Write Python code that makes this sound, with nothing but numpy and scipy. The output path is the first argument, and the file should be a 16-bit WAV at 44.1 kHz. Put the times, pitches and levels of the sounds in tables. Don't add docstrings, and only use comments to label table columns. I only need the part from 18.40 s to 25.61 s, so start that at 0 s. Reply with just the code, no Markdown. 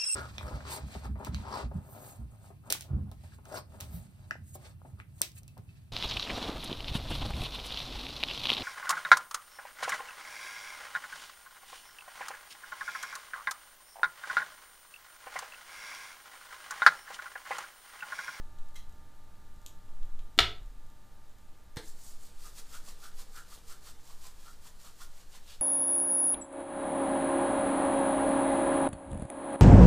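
import sys
import numpy as np
from scipy import signal
from scipy.fft import rfft, irfft
from scipy.io import wavfile
from scipy.ndimage import uniform_filter1d

SR = 44100
rng = np.random.default_rng(int(sys.argv[2]) if len(sys.argv) > 2 else 0)


def dump(signal):
    limited = np.clip(np.atleast_2d(signal).T, -1, 1)
    pcm = np.round(limited * 32767).astype(np.int16)
    wavfile.write(sys.argv[1], SR, pcm)


N = 317961
TIME = np.arange(N) / SR
SHOT_TIME = np.arange(SR // 2) / SR

# moment of top speed in seconds, length in seconds,
# friction level in dB, level of the hollow in dB.
STROKES = [(3.483, .07, -56.5, -78), (3.68, 0.11, -55, -85), (3.855, 0.086, -59.5, -74),
           (4.065, 0.08, -54, -57), (4.189, 0.039, -50.5, -60.5), (4.352, 0.062, -51.5, -52.5),
           (4.494, 0.054, -53, -57), (4.653, 0.056, -53, -50.5), (4.808, 0.044, -51.5, -57.5),
           (4.981, 0.055, -53, -48), (5.137, 0.061, -54.5, -54), (5.317, 0.052, -52.5, -54.5),
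           (5.484, 0.054, -53, -55), (5.706, 0.1, -59.5, -63), (5.862, 0.072, -55.5, -61),
           (6.082, 0.14, -60, -54), (6.272, 0.049, -56.5, -58), (6.466, 0.093, -57.5, -58.5),
           (6.629, 0.049, -53.5, -49.5), (6.797, 0.091, -62.5, -81), (6.957, 0.056, -58, -62),
           (7.119, 0.082, -59, -76)]
# frequency in Hz, relative level in dB.
HISS_EQ = [(300, -11.5), (1000, -23.5), (2500, -22.5), (4500, -3.5), (6000, -5.5), (7800, -4.5),
           (10000, -6), (13000, -8.5), (15500, -11)]
RASP_EQ = [(300, -7), (800, -2), (1700, -2.5), (2300, -4.5), (3200, -2), (4500, -1), (5600, -3), (7500, -2),
           (15000, -21)]
# time in seconds, dryness as rasp gain in dB.
DRYNESS = [(3.6, -15), (4.2, -3.5), (6.7, -2), (7.1, 1.5)]
# centre in Hz, width in Hz, level in dB,
# dB gained per dB of dryness.
SKIN_BANDS = [(7400, 2900, -17, -0.97), (3350, 2200, -7, 5.5)]

def rubbing(hiss_db, rasp_db, crackle_db=-11, snaps_per_s=500, back_db=0.5, turn_db=-9, ring_db=-18.5):
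    swell_share, rasp_power = 0.63, 1.69
    speeds = np.array([slide(TIME - s, swell_share * length, (1 - swell_share) * length)
                       for s, length, _, _ in STROKES])
    force = amp([db for _, _, db, _ in STROKES])
    grip = force * amp(back_db * (np.arange(len(STROKES)) % 2 == 0))
    glide = np.sqrt(force ** 2 @ speeds ** 2)
    scrape = np.sqrt(grip ** 2 @ speeds ** (2 * rasp_power))
    dry_db = np.interp(TIME, *np.transpose(DRYNESS))
    snaps = rng.standard_normal(N) * (rng.random(N) < snaps_per_s / SR)
    crackle = unit(signal.fftconvolve(snaps, pulse(TICK_EQ))[:N])
    coarse = amp(dry_db) * (amp(rasp_db) * noise(RASP_EQ) + amp(crackle_db) * crackle)
    colour = sum(amp(db + slope * dry_db) * band(hz, width) for hz, width, db, slope in SKIN_BANDS)
    skin = amp(hiss_db) * glide * noise(HISS_EQ) + scrape * (coarse + colour)
    effort = uniform_filter1d(glide, 22000)
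    contact = effort * (amp(turn_db) * noise(RASP_EQ) + amp(ring_db) * band(*CLAP_RINGS[1][:2]))
    return (skin + contact) * flutter(depth_db=1.4, size=16) * flutter(depth_db=1.25, size=260)


# base pitch in Hz, rise in octaves per second,
# swell and fade time in seconds, lead on top speed in seconds.
HOLLOWS = [(1130, 11, 0.0079, .011), (1270, 3.3, 0.017, 0.00101)]

def air_pocket(level_db, relative_width, usual_squeeze_db=-55, octaves_per_db=.026):
    out, t = np.zeros(N), SHOT_TIME - SHOT_TIME.mean()
    for k, (s, _, _, db) in enumerate(STROKES):
        hz, octaves_per_s, length, lead = HOLLOWS[k % 2]
        closing = octaves_per_s * np.clip(t, -2 * length, 2 * length)
        pitch = hz * 2 ** (closing + octaves_per_db * (db - usual_squeeze_db))
        hollow = band(pitch, relative_width * hz, len(t))
        add(out, s - lead + t[0], amp(db + level_db) * hollow * slide(t, length, length))
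    return out


# start in seconds, gain in dB.
KNOCKS = [(1.9793, -33.5), (1.989, 1.4)]
# frequency in Hz, relative level in dB.
BLOW_EQ = [(100, -28), (260, -13), (480, -7.5), (900, -10), (1400, -3), (2300, -3), (3700, 2.5),
           (4700, -5.5), (5600, -13.5), (8000, -23.5), (11000, -30), (16000, -35)]
# pitch in Hz, relative level in dB, seconds to fall 60 dB.
JAR_MODES = [(431.6, -36, .2), (669, -31, 0.26), (740, -40, 0.17), (1306, -23.5, 0.06), (1750, -31, 0.13),
             (2629, -29.5, 0.099), (2778, -33, .07), (3270, -32, .07), (3900, -29, .08), (3964, -28, .12),
             (4930, -35, .07)]

def jar_knock(ring_db):
    hit = amp(ring_db) * sum(amp(db - 60 * SHOT_TIME / t60) * np.sin(2 * np.pi * hz * SHOT_TIME)
                             for hz, db, t60 in JAR_MODES)
    add(hit, 0, -pulse(BLOW_EQ))
    out = np.zeros(N)
    for s, db in KNOCKS:
        add(out, s, amp(db) * hit)
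    return out


# start in seconds, level in dB, decay in seconds.
CLAPS = [(3.3613, -51.5, 0.0025), (3.3688, -37.5, 0.01)]
# frequency in Hz, relative level in dB.
CLAP_EQ = [(100, 7), (300, 4), (700, 5), (1300, -7), (1900, 10.5), (2400, -18), (3000, -4), (3800, 5.5),
           (5500, -6.5), (9000, -9.5), (15000, -22)]
# pitch in Hz, width in Hz, relative level in dB.
CLAP_RINGS = [(250, 130, -9), (468.6, 53, -3), (840, 120, -19), (1620, 100, -6), (1955, 45, -7)]

def clap(ring_db):
    puff, colour = np.zeros(N), pulse(CLAP_EQ)
    for s, db, decay_s in CLAPS:
        add(puff, s, amp(db) * rng.standard_normal(len(SHOT_TIME)) * np.exp(-SHOT_TIME / decay_s))
    rings = sum(amp(db + ring_db) * unit(resonate(puff, hz, width)) for hz, width, db in CLAP_RINGS)
    return signal.fftconvolve(puff, colour / np.linalg.norm(colour))[:N] + puff.std() * rings


# start in seconds, peak in dB, tilt above 1 kHz in dB per octave.
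TICKS = [(0.187, -46, -6), (1.2633, -27.5, -2), (1.484, -50, -17), (1.6306, -42.5, -10),
         (1.793, -39.5, -11), (1.9795, -34.5, -2), (3.3615, -39.5, 4), (4.556, -52, -3), (5.177, -43, -15)]
# frequency in Hz, relative level in dB.
TICK_EQ = [(300, -24), (1800, -25.5), (3400, -3), (5000, -11), (7200, 0), (10000, -15.5), (13000, -3),
           (16000, -35)]

def small_ticks(scoop_end_s=3.3, faint_per_s=9, faint_db=-47.5):
    faint = rng.random(N) * (rng.random(N) < faint_per_s / SR) * (TIME < scoop_end_s)
    out = amp(faint_db) * signal.fftconvolve(faint, pulse(TICK_EQ))[:N]
    for s, db, tilt_db in TICKS:
        add(out, s, amp(db) * pulse(TICK_EQ, tilt_db))
    return out


# pitch in Hz, width in Hz, relative level in dB.
WALL_MODES = [(2086, 86, -6.5), (3220, 84, -2.5), (4080, 120, -1.5), (6150, 2100, -1), (8000, 5700, -14)]

def finger_skid(at_s, db, swell_s, fade_s, slips_per_s):
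    slips = (rng.random(N) < slips_per_s / SR) + .02 * rng.standard_normal(N)
    slips -= slips.mean()
    wall = sum(amp(mode_db) * unit(resonate(slips, hz, width)) for hz, width, mode_db in WALL_MODES)
    return amp(db) * unit(wall) * slide(TIME - at_s, swell_s, fade_s)


# start in seconds, level in dB, pitch in Hz, decay in seconds.
THUDS = [(1.979, -30.5, 303, 0.0032), (2.003, -30, 48, 0.056), (2.006, -36.5, 103.4, .07),
         (2.217, -35.5, 30.9, 0.12), (3.3691, -26.5, 120.4, 0.0037)]

def thuds():
    out = np.zeros(N)
    for s, db, hz, decay_s in THUDS:
        add(out, s, -amp(db) * np.sin(2 * np.pi * hz * SHOT_TIME) * np.exp(-SHOT_TIME / decay_s))
    return out


# delay in seconds, level in dB.
ECHOES = [(.0009, -14.5), (.0014, -13), (.0031, -5.5), (.0041, -15), (.0052, -7), (.0157, -10.5)]

def near_walls(x, scatter_s=0.0026):
    echoes = np.zeros(len(SHOT_TIME))
    for delay, db in ECHOES:
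        echo = rng.standard_normal(len(SHOT_TIME)) * np.exp(-SHOT_TIME / scatter_s) / 10
        echo[0] = 1
        add(echoes, delay, amp(db) * echo)
    return x + signal.fftconvolve(x, echoes)[:N]


# frequency in Hz, seconds to fall 60 dB.
ROOM_T60 = [(100, .45), (500, .4), (1000, .31), (3500, .3), (6000, .27), (12000, .25)]

def room(x, wet_db, build_s=0.002, tap_chance=1 / 8):
    size = len(SHOT_TIME)
    taps = rng.choice([-1., 1.], size) * (rng.random(size) < tap_chance)
    hz, t, spectrum = signal.stft(taps, SR, nperseg=256)
    decay = amp(-60 * t / curve_at(ROOM_T60, hz)[:, None])
    tail = signal.istft(spectrum * decay, SR)[1][:size]
    tail *= 1 - np.exp(-(SHOT_TIME / build_s) ** 2)
    return x + amp(wet_db) * signal.fftconvolve(x, tail / np.linalg.norm(tail))[:N]


def moving_room(x, wet_db, count=3):
    shares = [np.cos(np.pi * (2 * TIME + k / count)) * np.sqrt(2 / count) for k in range(count)]
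    return x + sum(room(x * share, wet_db) - x * share for share in shares)


# frequency in Hz, relative level in dB.
AIR_EQ = [(25, 1), (45, -6.5), (65, -3.5), (90, -14), (170, -12.5), (300, -18), (700, -19.5), (1700, -22.5),
          (2300, -27.5), (3800, -27), (5500, -30), (7200, -29), (10000, -32), (15000, -34)]
WHIRR_EQ = [(30, 13), (65, 15), (130, 3), (300, -5), (700, -23), (1400, -17), (2200, -42), (8000, -48)]
HUM_TONES = [(602, -79.5), (802, -77.5), (899.5, -73.5), (1200, -73.5), (1400, -82), (1728, -80.5),
             (3880, -86.5)]
# time in seconds, gain in dB.
HUM_FADER = [(0, 0.5), (1.95, 0.5), (2.3, -1.5), (3.4, -3.5), (7.2, -6.5)]
RUMBLE_FADER = [(0.3, -37.5), (0.7, -45), (1.3, -42.5), (1.55, -31.5), (1.92, -34), (2.1, -47), (3.8, -43),
                (7.2, -44)]

def room_tone(air_db, whirr_db, hum_db, rumble_db):
    tones = sum(amp(db) * np.sin(2 * np.pi * (hz * TIME + rng.random())) for hz, db in HUM_TONES)
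    hum = amp(hum_db) * tones * flutter(depth_db=-1.3, size=20000) + amp(whirr_db) * noise(WHIRR_EQ)
    hum *= amp(np.interp(TIME, *np.transpose(HUM_FADER)))
    rumble = noise([(2, -14), (6, -6.0), (9, -3), (13, -7.0), (22, -21.5), (40, -52), (200, -110)])
    rumble *= amp(rumble_db + np.interp(TIME, *np.transpose(RUMBLE_FADER)))
    return amp(air_db) * noise(AIR_EQ) + hum + rumble


# frequency in Hz, relative level in dB.
SIDE_EQ = [(20, 24), (70, 14), (200, -25.5), (600, -41), (2500, -40), (4500, -29), (8000, -32.5),
           (12000, -33), (15000, -36)]

def side_noise(db):
    return amp(db) * noise(SIDE_EQ)


def amp(db):
    return 10 ** (np.asarray(db) / 20)


def unit(x):
    return x / np.sqrt(np.mean(x ** 2) + 1e-20)


def curve_at(points, hz):
    freqs, values = np.transpose(points)
    return np.interp(np.log(hz + 1), np.log(freqs), values)


def add(mix, s, sound):
    part = mix[round(s * SR):][:len(sound)]
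    part += sound[:len(part)]


def noise(eq):
    hz = np.fft.rfftfreq(N, 1 / SR)
    return unit(irfft(rfft(rng.standard_normal(N)) * amp(curve_at(eq, hz)), N))


def pulse(eq, tilt_db=0, size=4096):
    hz = abs(np.fft.fftfreq(size, 1 / SR))
    log_gain = np.log(amp(curve_at(eq, hz) + tilt_db * np.log2(np.maximum(hz / 1000, 1))))
    spectrum = np.exp(np.conj(signal.hilbert(log_gain)))
    click = np.fft.ifft(spectrum).real[:size // 2]
    return click / abs(click).max()


def resonate(x, hz, width):
    carrier = np.exp(2j * np.pi * np.cumsum(hz * np.ones(len(x))) / SR)
    pole = np.exp(-np.pi * width / SR)
    return 2 * (carrier * signal.lfilter([1 - pole], [1, -pole], x / carrier)).real


def band(hz, width, size=N):
    return unit(resonate(resonate(rng.standard_normal(size), hz, width), hz, width))


def slide(t, swell_s, fade_s):
    return np.exp(-.5 * abs(t / np.where(t < 0, swell_s, fade_s)) ** 1.5)


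def flutter(depth_db, size):
    return amp(depth_db * unit(uniform_filter1d(rng.standard_normal(N), size)))


def scene():
    jar = room(near_walls(jar_knock(ring_db=-4)), wet_db=-4.5, build_s=0.001)
    ticks = room(small_ticks(), wet_db=-2.5)
    skid = finger_skid(at_s=.36, db=-50.5, swell_s=0.0025, fade_s=0.0061, slips_per_s=1800)
    handling = ticks + room(skid, wet_db=1.5)
    touching = TIME > CLAPS[-1][0]
    palms = touching * rubbing(hiss_db=-3.0, rasp_db=0.5)
    palms += air_pocket(level_db=-2.5, relative_width=0.25)
    hands = moving_room(palms, wet_db=-4.5) + room(clap(ring_db=-10), wet_db=-1.5)
    bed = room_tone(air_db=-61.5, whirr_db=-57.5, hum_db=2.5, rumble_db=2.0)
    mid = jar + handling + hands + thuds() + bed
    side = side_noise(db=-66)
    return np.array([mid + side, mid - side])


def record(dry):
    edge_hz = 15400
    low_pass = signal.firwin(255, edge_hz, window=("kaiser", 8), fs=SR)
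    return signal.oaconvolve(dry, low_pass[None], "same", axes=1)


dry = scene()
out = record(dry)
dump(out)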